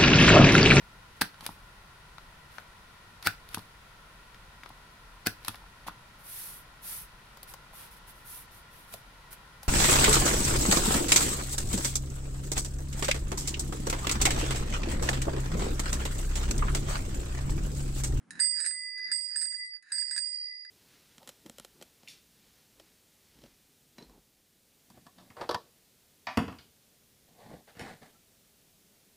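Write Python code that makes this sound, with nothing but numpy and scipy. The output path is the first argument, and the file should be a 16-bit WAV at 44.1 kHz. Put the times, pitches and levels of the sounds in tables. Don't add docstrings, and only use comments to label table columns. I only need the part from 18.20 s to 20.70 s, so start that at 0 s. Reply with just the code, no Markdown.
import sys
import numpy as np
from scipy import signal
from scipy.fft import rfft, irfft, next_fast_len
from scipy.io import wavfile

SR = 44100
rng = np.random.default_rng(int(sys.argv[2]) if len(sys.argv) > 2 else 0)


def transcribe(signal):
    frames = np.atleast_2d(signal).T
    limited = np.clip(frames, -1, 1)
    pcm = np.round(limited * 32767).astype(np.int16)
    wavfile.write(sys.argv[1], SR, pcm)


N = 110250
TIME = np.arange(N) / SR


def from_db(db):
    return 10 ** (np.asarray(db) / 20)


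def pan(db):
    return from_db(np.array([[db], [-db]]) / 2)


def stereo_noise(correlation):
    mid, side = rng.standard_normal((2, N))
    spread = np.sqrt(1 - correlation) * side * np.array([[1], [-1]])
    return (np.sqrt(1 + correlation) * mid + spread) / np.sqrt(2)


def colour(x, eq):
    size = next_fast_len(2 * N)
    hz, db = np.transpose(eq)
    bin_hz = np.arange(size // 2 + 1) * SR / size
    gain = from_db(np.interp(np.log(bin_hz + 1), np.log(hz), db))
    cepstrum = irfft(np.log(gain / np.sqrt(np.mean(gain ** 2))), size)
    cepstrum[1:size // 2] *= 2
    cepstrum[size // 2 + 1:] = 0
    return irfft(rfft(x, size) * np.exp(rfft(cepstrum)), size)[..., :N]


def hit_envelope(times, db, t60):
    energy = np.zeros(N)
    np.add.at(energy, np.clip((times * SR).astype(int), 0, N - 1), from_db(db) ** 2)
    decay = np.exp(-2 * np.log(1000) / (t60 * SR))
    return np.sqrt(signal.lfilter([1], [1, -decay], energy + 1e-22))


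# (frequency [Hz], relative level [dB])
HISS_EQ = [(100, 5), (1000, -1), (4000, -6.5), (11000, -7)]
def room_hiss():
    return from_db(-83.5) * colour(stereo_noise(correlation=0.13), HISS_EQ)


def room_reverb(x, t60=0.53, wet_db=-20, predelay_s=0.004):
    t = TIME[:SR // 2]
    tail = rng.standard_normal((2, len(t))) * np.exp(-np.log(1000) * t / t60) * (t > predelay_s)
    tail /= np.sqrt(np.sum(tail ** 2) / 2)
    return from_db(wet_db) * signal.fftconvolve(x, tail, axes=1)[:, :N]


# (time [s], relative level [dB])
RUSTLE_RIDE = [(0.0, -61), (0.06, -62.5), (0.18, -52), (0.24, -73.5), (0.39, -64), (0.44, -77),
               (0.72, -91.5), (0.88, -68), (0.93, -78.5), (1.34, -94.5), (1.4, -87.5), (2.5, -96)]
# (frequency [Hz], relative level [dB])
RUSTLE_EQ = [(25, -28), (70, -16), (135, -9), (160, -9.5), (173, 10.5), (188, -5.5), (270, -1), (400, -16),
             (700, -20), (1500, -17.5), (4000, -35)]
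def hand_rustle(trim_db=-2.5):
    level = from_db(np.interp(TIME, *np.transpose(RUSTLE_RIDE)) + trim_db)
    return level * colour(stereo_noise(correlation=0.74), RUSTLE_EQ)


HOUSING_PAN_DB = -3
# (frequency [Hz], relative level [dB])
HOUSING_EQ = [(100, -48), (650, -35.5), (950, -22), (1250, -16.5), (1500, -1.5), (1750, 10), (2150, -10.5),
              (2600, -10.5), (3100, -23.5), (3600, -23), (3900, -0.5), (4250, -12), (4550, -14),
              (5200, -6.5), (5900, -22.5), (6750, -4.5), (7300, -15), (8700, -9), (9600, -5), (10200, -13),
              (10900, -15.5)]
def housing(x):
    return colour(x, HOUSING_EQ)


# (start [s], end [s], end level [dB])
SCRAPES = [(0.109, 0.201, -50), (0.346, .4, -46.5), (.8, .915, -53.5), (1.102, 1.158, -54.5),
           (1.63, 1.72, -53.5)]
def lever_scrapes(swell_db=13, lowpass_hz=2464):
    level = np.zeros(N)
    for start, end, db in SCRAPES:
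        rubbing = (TIME > start) & (TIME < end)
        level[rubbing] += from_db(db - swell_db * (end - TIME[rubbing]) / (end - start))
    lowpass = signal.butter(1, lowpass_hz, fs=SR, output="sos")
    rub = signal.sosfilt(lowpass, housing(stereo_noise(correlation=0.39)))
    return pan(HOUSING_PAN_DB) * level * rub / rub.std()


# (frequency [Hz], level against the clack [dB], t60 [s])
METAL_PARTS = [(4034, -44.5, 0.66), (6860, -46.5, 0.17), (9100, -48, 0.42)]
def metal_parts(clacks, width_hz=250):
    times, clack_db, _ = np.transpose(clacks)
    noise = stereo_noise(correlation=0.12)
    radius = np.exp(-np.pi * width_hz / SR)
    out = 0
    for hz, db, t60 in METAL_PARTS:
        resonator = [1, 0, -1, 1, -2 * radius * np.cos(2 * np.pi * hz / SR), radius ** 2]
        cluster = signal.sosfilt([resonator, resonator], noise)
        out += cluster / cluster.std() * hit_envelope(times, clack_db + db, t60)
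    return pan(HOUSING_PAN_DB) * out


# (time [s], signed speed [turns/s])
FIRST_SPIN = [(0.105, -1), (0.113, 10), (0.23, 11.5), (0.263, 9), (0.29, 0.63), (0.345, -6), (0.422, -23),
              (0.44, -25), (0.476, -3), (0.53, -0.5)]
SECOND_SPIN = [(0.772, 0), (0.827, 0.4), (0.897, 12.5), (0.953, 11), (1.05, -1.44), (1.116, -8),
               (1.225, -23.5), (1.232, -6.5), (1.322, -5), (1.37, -2.2), (1.47, -1.1), (1.6, 0)]
THIRD_SPIN = [(1.66, -0.5), (1.714, 15.5), (1.772, 18), (1.819, -5), (1.938, -17.5), (1.959, -24),
              (1.976, -4.5), (2.08, -1)]
def dome_spins():
    return [np.interp(TIME, *np.transpose(rows), left=0, right=0)
            for rows in (FIRST_SPIN, SECOND_SPIN, THIRD_SPIN)]


def gear_ticks(spin, level_db, teeth_per_turn=9, reference_speed=18, scatter_db=6, tilt_db=-6.5):
    speed = np.abs(spin)
    teeth_passed = np.floor(np.cumsum(speed) / SR * teeth_per_turn)
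    at = np.flatnonzero(np.diff(teeth_passed))
    scatter, jitter = rng.standard_normal((len(at), 2)).T
    speed_db = 0.54 * 20 * np.log10(speed[at] / reference_speed + 1e-6)
    db = level_db + speed_db + scatter_db * scatter
    return np.column_stack([at / SR + 0.0014 * jitter, db, np.full(len(at), tilt_db)])


# (time [s], relative level [dB], treble tilt [dB])
CLACKS = [(.1067, -31.5, 4.5), (.1935, -29, -5), (.199, -30, 0), (.208, -30, 0), (.395, -45, -1.5),
          (.402, -32.5, 6), (.413, -61, 4), (.4505, -30, 6.5), (.4618, -25, 7), (.51, -35, 0),
          (.546, -51.5, 5.5), (.778, -42, 0.5), (.792, -43.5, -2), (.9155, -29.5, -2), (1.159, -32, 0),
          (1.2146, -32, 5.5), (1.225, -40.5, 6.5), (1.2535, -35, 4.5), (1.3244, -42.5, 5),
          (1.344, -40.5, 2), (1.398, -55, -2.5), (1.4511, -53, 5.5), (1.535, -56, -6.5),
          (1.565, -52.5, -2.5), (1.625, -47.5, -1.5), (1.719, -31.5, -2), (1.729, -39.5, -2),
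          (1.78, -42, -4.5), (1.789, -47.5, 13.5), (1.82, -36, -1), (1.911, -32, 0), (1.963, -28.5, 1.5),
          (1.9784, -28, 7), (2.0687, -52, 7.5), (2.4488, -50, -9.5)]
def clacks_and_rattle(ticks, trim_db=-4, crossover_hz=3500):
    times, db, tilt_db = np.vstack([CLACKS, *ticks]).T
    noise = stereo_noise(correlation=0.53)
    low = signal.sosfilt(signal.butter(1, crossover_hz, fs=SR, output="sos"), noise)
    out = 0
    for band, band_db in ((low, db - tilt_db), (noise - low, db + tilt_db)):
        crack = hit_envelope(times, band_db + trim_db, t60=0.017)
        ring = hit_envelope(times, band_db + trim_db - 9, t60=0.094)
        out += band * np.hypot(crack, ring)
    return pan(HOUSING_PAN_DB) * housing(out)


def waver(depth_db=2.2, rate_hz=7):
    lowpass = signal.butter(2, rate_hz, fs=SR, output="sos")
    drift = signal.sosfilt(lowpass, rng.standard_normal((2, N + SR)))[:, SR:]
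    return from_db(depth_db * (drift - drift.mean(axis=1, keepdims=True)) / drift.std())


def finger_mute(struck_at, touch_s=1.5547, press_s=0.054, loss_db=26):
    return -loss_db * np.clip((TIME - touch_s) / press_s, 0, 1) * (struck_at < touch_s)


# (t60 [s], left gain [dB], left microphone bearing [turns],
# right microphone bearing [turns], reflected sound in the gaps between lobes [signed share])
PARTIALS = [(3.5, 6.5, .124, -0.0096, 0.22), (2.34, -15.5, -0.053, -0.1228, -0.22),
            (0.6, -10, 0.3, 0.257, 0.24)]
# (tone [Hz], twin [Hz])
PARTIAL_HZ = [(2002,), (4763.9, 4836), (8153.2, 8317.5)]
WAVES_ROUND_RIM, PARTIAL_TRIM_DB, ATTACK_S = (2, 3, 4), (-2, 1, 1.5), 0.00044
# (time [s], low gain [dB], middle gain [dB])
SWELLS = [(0.2, -1, -0.5), (0.49, -4.1, 0), (0.652, 3, -1.5), (0.852, 9.5, 5), (0.95, -4, -4.5),
          (1.25, -9, -1.5), (1.472, 2.4, -4.5), (1.55, 2.4, 1), (1.72, 6.1, -3.4), (2.05, -5.7, -1),
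          (2.199, -4.6, 5.5), (2.33, 1.5, 3.5), (2.5, 1.6, -2)]
# (time [s], low [dB], middle [dB], twin [dB], high [dB], twin [dB])
STRIKES = [(.199, -40, -26, -25, -20.5, -18.5), (.402, -45.5, -37, -32.5, -25.5, -31),
           (0.461, -36.5, -30.5, -29, -27.5, -26), (.916, -38.5, -26, -23, -30, -24),
           (1.158, -45.5, -33.5, -24.5, -29, -23.5), (1.215, -37.5, -33.5, -27.5, -23.5, -24.5),
           (1.251, -39.5, -25, -38.5, -32.5, -31), (1.72, -53.5, -29.5, -27, -35.5, -23),
           (1.78, -50.5, -23.5, -24, -33.5, -27), (1.82, -48.5, -24.5, -28, -35, -44.5),
           (1.91, -44, -28, -29.5, -37.5, -27.5), (1.965, -45.5, -25, -31, -28, -36.5)]
def dome(spin):
    strike_times, *tone_levels = np.transpose(STRIKES)
    tone_levels = iter(tone_levels)
    latest = np.maximum(np.searchsorted(strike_times, TIME) - 1, 0)
    age = np.maximum(TIME - strike_times[latest], 0)
    mute_db = finger_mute(strike_times[latest])
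    swell_times, *swells = np.transpose(SWELLS)
    swell_db = [np.interp(TIME, swell_times, db) for db in swells] + [0]
    turns = np.cumsum(spin) / SR
    attack_pole = np.exp(-1 / (ATTACK_S * SR))
    out = 0
    for i, (t60, left_db, left_bearing, right_bearing, reflected) in enumerate(PARTIALS):
        decay = np.exp(-np.log(1000) * age / t60) * (age > 0)
        envelope = decay * from_db(PARTIAL_TRIM_DB[i] + swell_db[i] + mute_db)
        bearing = turns + np.array([[left_bearing], [right_bearing]])
        for twin, hz in enumerate(PARTIAL_HZ[i]):
            struck = envelope * from_db(next(tone_levels))[latest]
            level = signal.lfilter([1 - attack_pole], [1, -attack_pole], struck)
            lobe = 2 * np.pi * WAVES_ROUND_RIM[i] * bearing - twin * np.pi / 2
            phase = 2 * np.pi * hz * TIME
            tone = np.cos(lobe) * np.cos(phase) - reflected * np.sin(lobe) * np.sin(phase)
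            out += from_db([[left_db], [0]]) * level * waver() * tone
    return out


def scene():
    spins = dome_spins()
    ticks = [gear_ticks(spin, level_db) for spin, level_db in zip(spins, (-49, -56.5, -55))]
    mechanism = clacks_and_rattle(ticks) + lever_scrapes()
    bell = dome(sum(spins))
    reverb = room_reverb(mechanism + 0.87 * bell)
    return room_hiss() + reverb + hand_rustle() + metal_parts(CLACKS) + mechanism + bell


def record(dry, cutoff_hz=11150):
    return signal.sosfilt(signal.ellip(12, .1, 80, cutoff_hz, fs=SR, output="sos"), dry)


dry = scene()
out = record(dry)
transcribe(out)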